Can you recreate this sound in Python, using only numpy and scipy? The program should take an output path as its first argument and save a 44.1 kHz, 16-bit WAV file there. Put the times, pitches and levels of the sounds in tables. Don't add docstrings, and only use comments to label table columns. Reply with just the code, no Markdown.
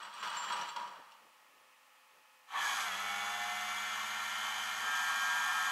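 import sys
import numpy as np
from scipy import signal
from scipy.fft import rfft, irfft, next_fast_len
from scipy.io import wavfile
from scipy.ndimage import uniform_filter1d, map_coordinates

SR = 44100
rng = np.random.default_rng(int(sys.argv[2]) if len(sys.argv) > 2 else 0)


def put_to_file(sound):
    columns = np.atleast_2d(sound).T
    safe = np.clip(columns, -1, 1)
    whole_steps = np.round(safe * 32767)
    wavfile.write(sys.argv[1], SR, whole_steps.astype(np.int16))


N = 251811
TIME = np.arange(N) / SR

# time in seconds, relative knock level in dB, relative clash level in dB.
LINK_DROPS = [(.029, -47, -39), (.127, -47, -46), (.230, -32, -46), (.249, -35, -46), (.273, -35, -33.5),
              (.365, -31.5, -36), (.5, -24, -33.5), (.523, -24.5, -30), (.614, -32, -44), (0.687, -52, -39),
              (.762, -27.5, -34), (0.817, -55, -46), (.875, -42.5, -44), (1.119, -53, -47.5)]
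# frequency in Hz, relative level in dB per Hz.
DECK_SPECTRUM = [(59, -70), (100, -49), (157, -17), (209, -19), (260, -24.5), (460, -17.5), (680, -12),
                 (830, -6), (1000, -3), (1250, -2.5), (1600, -6.5), (2600, -18), (3400, -49), (5700, -120)]
# frequency in Hz, width in Hz, lift in dB.
DECK_RESONANCES = [(205, 30, 6), (820, 34, 9), (907, 30, 9), (962, 30, 8), (1060, 26, 4), (1182, 30, 7),
                   (1240, 30, 7), (1395, 28, 4)]
# frequency in Hz, relative level in dB per Hz.
LINK_SPECTRUM = [(1180, -23), (2000, -13), (2690, -0.5), (2920, 2.5), (3760, -7.5), (4610, -6),
                 (5010, -13.5), (5640, -9), (6730, -17.5), (7080, -15), (7640, -13), (9360, -24.5),
                 (15000, -31)]
# frequency in Hz, width in Hz, lift in dB.
LINK_RESONANCES = [(3110, 65, -3), (3326, 48, 10.5), (4020, 92, 8), (4530, 160, 4.5), (5480, 140, 4.5)]
BOUNCE_S, BOUNCE_LOSS_DB = 0.018, 7.5
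KNOCK_LIFT_DB, CLASH_LIFT_DB = 13, 14.5
JERK_DB = 1.44


def chain():
    hollow_gain, scrape_gain, link_gain = hauling() * amp(JERK_DB * wobble(30))
    deck_patter = patter(DECK_SPECTRUM, DECK_RESONANCES, rate=500, t60=0.19)
    hollow, scrape = split(deck_patter, hz=1100)
    rattle = patter(LINK_SPECTRUM, LINK_RESONANCES, rate=220, t60=0.11)
    dragging = hollow_gain * hollow + scrape_gain * scrape + link_gain * rattle

    falls = np.zeros(N + SR)
    for start, knock_db, clash_db in LINK_DROPS:
        for at, loss_db in ((start, 0), (start + BOUNCE_S, BOUNCE_LOSS_DB)):
            deck_ring = amp(KNOCK_LIFT_DB) * plate(DECK_SPECTRUM, DECK_RESONANCES, t60=0.3, crack_db=2)
            knock = amp(knock_db) * (deck_ring + deck_note())
            link_ring = plate(LINK_SPECTRUM, LINK_RESONANCES, t60=0.091, crack_db=2)
            clash = amp(clash_db + CLASH_LIFT_DB) * link_ring
            falls[round(max(at, 0) * SR):][:len(knock)] += amp(-loss_db) * (knock + clash)
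    return dragging + falls[:N]


# start in seconds, end in seconds, then the levels in dB of
CHAIN_HAULS = [(-.05, 0.053, -54, -51, -56), (.125, 0.217, -55.5, -52.5, -54.5),
               (0.218, 0.497, -47.5, -43, -46.5), (0.486, 0.599, -46, -45, -47),
               (0.744, 0.846, -48.5, -51, -56.5)]
HAUL_ATTACK_S, SETTLE_DB_PER_S = 0.012, 57.5


def hauling():
    gains = []
    for start, end, *levels in CHAIN_HAULS:
        settling_db = SETTLE_DB_PER_S * np.maximum(TIME - end, 0)
        level_db = np.array(levels)[:, None] - settling_db
        gains.append(amp(level_db) * ramp(start, HAUL_ATTACK_S))
    return np.max(gains, axis=0)


NOTE_HZ, NOTE_DB, NOTE_T60 = 967.6, -12, 0.58


def deck_note():
    t = np.arange(SR // 2) / SR
    envelope = amp(NOTE_DB - 60 * t / NOTE_T60) * (1 - np.exp(-t / 0.008))
    return envelope * np.sin(2 * np.pi * (NOTE_HZ * t + rng.random()))


def patter(spectrum, modes, rate, t60):
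    x = sum(ring(taps(rate, spread_db=3), plate(spectrum, modes, t60, crack_db=3.5)) for _ in range(4))
    local_power = np.abs(uniform_filter1d(x * x, size=1800))
    return x / np.sqrt(local_power + 1e-12)


# time in seconds, relative level in dB, ring in Hz, t60 in seconds.
LINK_CLINKS = [(.026, -52, 8050, .2), (.137, -51.5, 8150, .08), (.195, -51, 7400, .16),
               (.299, -51, 8150, .12), (.369, -39.5, 7370, 0.57), (.53, -43.5, 8020, .14),
               (.616, -40, 5830, 0.066), (.69, -43, 7540, 0.07)]


def clinks():
    out, t = np.zeros(N + SR), np.arange(SR // 2) / SR
    for start, db, hz, t60 in LINK_CLINKS:
        tone = np.sin(2 * np.pi * hz * t) * amp(-60 * t / t60)
        noise = rng.standard_normal(len(t))
        chatter = unit(filtered(noise, lambda f: 1 / (1 + ((f - hz) / 280) ** 4)))
        sound = 0.68 * tone + 0.22 * chatter * amp(-60 * t / 0.062)
        attack = 1 - np.exp(-t / 0.00056)
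        out[round(max(start, 0) * SR):][:len(t)] += amp(db) * sound * attack
    return out[:N]


STROKES = 6
FREE_S, FREE_FADE_S = 2.82, 0.088


def winch():
    stroke_hz = pump_speed()
    shaft_turns = np.cumsum(stroke_hz) / SR / STROKES
    surge = 1 - ramp(FREE_S, FREE_FADE_S)
    return whine(stroke_hz, shaft_turns, surge) + oil(shaft_turns, surge)


SHAFT_ORDERS = {6: (-75.5, -77.5), 12: (-73.5, -74), 13: (-78, -74.5), 26: (-74, -78), 36: (-66, -70),
                42: (-59.5, -57), 48: (-61, -56), 54: (-65, -53.5), 62: (-61, -56), 66: (-68, -61),
                72: (-73, -46.5), 78: (-51, -45.5), 84: (-54, -60), 90: (-57, -39.3), 96: (-64, -66),
                99: (-62, -44), 102: (-67, -61), 104: (-56, -49.5), 120: (-54, -58), 132: (-58, -63),
                134: (-65, -52.5), 162: (-58, -64), 168: (-61, -63), 174: (-60, -51), 192: (-68, -65),
                204: (-62, -64), 336: (-73, -65), 378: (-70, -62)}
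# frequency in Hz, width in Hz, lift in dB.
HOUSING_RESONANCES = [(195, 9, 6), (205, 20, 5.5), (438, 16, 4), (722, 14, 10), (818, 26, 11),
                      (1415, 25, 4), (1688, 45, 5), (2075, 65, 4), (2228, 30, 8), (2295, 22, 7),
                      (3084, 30, 8), (3330, 70, 13), (3465, 70, 9)]
WHINE_DB, WHINE_LOAD_DB, WHINE_ATTACK_S = 1.5, -1.66, 0.12
MESH_ORDER = 90
SURGE_MESH_DB, SURGE_TONES_DB = 11, -4


def whine(stroke_hz, shaft_turns, surge):
    load = cable_load(0)
    grid = np.arange(0, SR // 2, 2)
    housing_db = bumps_db(HOUSING_RESONANCES, grid)
    out = np.zeros(N)
    for order, (slack_db, loaded_db) in SHAFT_ORDERS.items():
        hz = order * stroke_hz / STROKES
        surge_db = SURGE_MESH_DB if order == MESH_ORDER else SURGE_TONES_DB
        db = slack_db + load * (loaded_db - slack_db)
        db = db + surge * surge_db + np.interp(hz, grid, housing_db)
        phase_jitter = (0.13 + 0.8 * surge) * wobble(70)
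        phase = 2 * np.pi * (order * shaft_turns + rng.random()) + phase_jitter
        flicker_db = wobble(7) + (1.1 + 1.5 * surge) * wobble(45)
        out += amp(db + flicker_db) * np.sin(phase)
    overall = amp(WHINE_DB + WHINE_LOAD_DB * load) * ramp(ENGAGE_S, WHINE_ATTACK_S)
    return np.sqrt(2) * out * overall


# opening in seconds, attack in seconds,
# level in dB with slack cable, added dB under load, added dB in the surge, lag behind the load in seconds.
OIL_LAYERS = [(2.47, 0.086, -49.5, 5, 7.5, .04), (2.455, 0.12, -43.5, 1.8, 3.5, 0.074),
              (2.45, 0.19, -50, 3.5, 4.5, 0.096)]
# frequency in Hz, relative level in dB per Hz.
RUSH_SPECTRUM = [(30, -58), (150, -36), (400, -28), (580, -28), (780, -6), (1350, 1), (1550, -2.5),
                 (2250, -4), (2600, -4.5), (2900, -8), (3350, -2.5), (3750, -11.5), (4050, -5), (4700, -45)]
# frequency in Hz, relative level in dB per Hz.
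HISS_SPECTRUM = [(3600, -67), (4300, -2), (4750, -1.5), (5150, -4), (6000, -2.5), (6750, 1), (7200, -8),
                 (7700, -3), (9200, -12.5), (11200, -8.5), (12000, -11), (12700, -9), (13700, -22),
                 (15500, -29)]


def oil(shaft_turns, surge):
    gains = []
    for opens, attack, slack_db, load_db, surge_db, lag in OIL_LAYERS:
        level_db = slack_db + load_db * cable_load(lag) + surge_db * surge
        gains.append(ramp(opens, attack) ** 2 * amp(level_db))
    growl_gain, rush_gain, hiss_gain = gains
    stroke = 2 * np.pi * STROKES * shaft_turns
    spurts = 1 + 0.13 * np.cos(stroke) + 0.092 * np.cos(stroke / 2)
    growl, rush = split(piped(spurts * rng.standard_normal(N), RUSH_SPECTRUM), hz=1172)
    hiss = piped(spurts * taps(rate=8000, spread_db=2.0), HISS_SPECTRUM)
    growl = amp(0.76 * wobble(16)) * growl
    hiss = amp(0.13 * wobble(16)) * hiss
    return growl_gain * growl + rush_gain * rush + hiss_gain * hiss


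# frequency in Hz, width in Hz, lift in dB.
PIPE_RESONANCES = [(1122, 16, 5), (1305, 31, 2.5), (1445, 40, -3.5), (1737, 85, 4.5), (1796, 26, 9.5),
                   (2300, 110, 3.5), (3066, 57, 7), (3356, 78, 4), (3803, 37, -1), (6110, 40, 7),
                   (6800, 53, 10.5), (8240, 60, -5), (11140, 380, 5)]


def piped(x, spectrum):
    nearly_flat = [(20, 0), (20000, 0.0046)]
    steel = ring(x, plate(nearly_flat, [], t60=0.14, crack_db=-3.5))
    flow = x + 0.5 * steel
    return coloured(filtered(flow, lambda hz: amp(bumps_db(PIPE_RESONANCES, hz))), spectrum)


ENGAGE_S, START_HZ, SAG_HZ_PER_S = 2.5, 118.9, 39
STUMBLE_S, STUMBLE_WIDTH_S, STUMBLE_HZ = 2.925, 0.03, 5
CATCH_S, LOW_HZ, RUN_HZ, RECOVER_S, RECOVER_SHAPE = 3.01, 100.65, 107.7, 1.0, 1.25


def pump_speed():
    sag = START_HZ - SAG_HZ_PER_S * np.maximum(TIME - ENGAGE_S, 0)
    stumble = STUMBLE_HZ * np.exp(-0.5 * ((TIME - STUMBLE_S) / STUMBLE_WIDTH_S) ** 2)
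    shortfall = np.exp(-(np.maximum(TIME - CATCH_S, 0) / RECOVER_S) ** RECOVER_SHAPE)
    recovery = RUN_HZ - (RUN_HZ - LOW_HZ) * shortfall
    return np.maximum(sag, recovery) - stumble


# start in seconds, rise in seconds, added load from 0 to 1.
CABLE_PULLS = [(4.1, 0.13, 0.27), (4.785, 0.093, 0.72)]


def cable_load(lag):
    return sum(share * ramp(start + lag, rise) for start, rise, share in CABLE_PULLS)


# centre in seconds, level in dB, length in seconds.
STEP_EVENTS = [(0.995, -61, .014), (1.253, -72, 0.04), (1.567, -76.5, 0.12), (2.17, -75.5, .04),
               (2.982, -64.5, 0.054), (4.86, -61.5, 0.053)]
# frequency in Hz, relative level in dB per Hz.
THUD_SPECTRUM = [(40, -26), (130, -11), (220, -6), (550, 2.5), (900, -4), (2000, -60)]


def steps():
    level = sum(amp(db) * np.exp(-0.5 * ((TIME - centre) / length) ** 2)
                for centre, db, length in STEP_EVENTS)
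    return level * coloured(rng.standard_normal(N), THUD_SPECTRUM)


# frequency in Hz, relative level in dB per Hz.
IDLE_SPECTRUM = [(15, -78), (25, -48), (228, -23.5), (298, -23.5), (471, -25.5), (511, -15), (725, -13.5),
                 (876, -6.5), (976, -11), (1280, -6.5), (1630, -15), (1760, -10.5), (2940, -10.5),
                 (3650, -18), (15600, -26)]
# frequency in Hz, peak level in dB before a slow wobble.
ENGINE_TONES = [(259, -91), (518, -80.5), (856, -75), (907, -84), (1037, -76), (1127, -75.5), (1265, -75),
                (1711, -78.5), (1816, -77), (1897, -80), (2154, -93), (2530, -77.5)]
IDLE_DB = -65.5


def idle():
    tones = np.zeros(N)
    for hz, db in ENGINE_TONES:
        gain = amp(db + wobble(6.4))
        tones += gain * np.sin(2 * np.pi * hz * TIME + 0.5 * wobble(13.0))
    rush_gain = amp(IDLE_DB + 0.22 * wobble(12))
    return tones + rush_gain * coloured(rng.standard_normal(N), IDLE_SPECTRUM)


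def plate(spectrum, modes, t60, crack_db):
    t = np.arange(SR // 2) / SR
    decay = amp(crack_db - 60 * t / 0.011) + amp(-60 * t / t60)
    dense = filtered(rng.standard_normal(len(t)), lambda hz: amp(bumps_db(modes, hz)))
    answer = coloured(dense, spectrum) * decay * (1 - np.exp(-t / 0.0012))
    answer = signal.sosfilt(signal.butter(2, 120, "highpass", fs=SR, output="sos"), answer)
    return answer / np.linalg.norm(answer)


def ring(x, answer):
    return signal.fftconvolve(x, answer)[:N]


def taps(rate, spread_db):
    sizes = rng.choice([-1, 1], N) * amp(spread_db * np.clip(rng.standard_normal(N), -2, 2))
    return unit(sizes * (rng.random(N) < rate / SR))


def bumps_db(modes, hz):
    return sum(db / (1 + np.square(np.square(2 * (hz - centre) / width))) for centre, width, db in modes)


def coloured(x, spectrum):
    f, db = np.transpose(spectrum)
    return unit(filtered(x, lambda hz: amp(np.interp(np.log(hz + 1), np.log(f), db))))


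def split(x, hz):
    low = filtered(x, lambda f: 1 / (1 + (f / hz) ** 20))
    return unit(low), unit(x - low)


def filtered(x, response):
    m = next_fast_len(len(x) + SR // 4)
    return irfft(rfft(x, m) * response(np.fft.rfftfreq(m, 1 / SR)), m)[:len(x)]


def wobble(rate):
    knots = rng.standard_normal(int(N * rate / SR) + 4)
    coarse = TIME[::32]
    return np.interp(TIME, coarse, map_coordinates(knots, [coarse * rate]))


def ramp(start, length):
    return np.clip((TIME - start) / length, 0, 1)


def amp(db):
    return 10 ** (np.asarray(db) / 20)


def unit(x):
    return x / np.sqrt(np.mean(x ** 2) + 1e-20)


def scene():
    return (chain() + clinks() + winch() + steps() + idle())[None]


TOP_HZ = 15750


def record(dry):
    return filtered(dry[0], lambda hz: hz < TOP_HZ)[None]


dry = scene()
out = record(dry)
put_to_file(out)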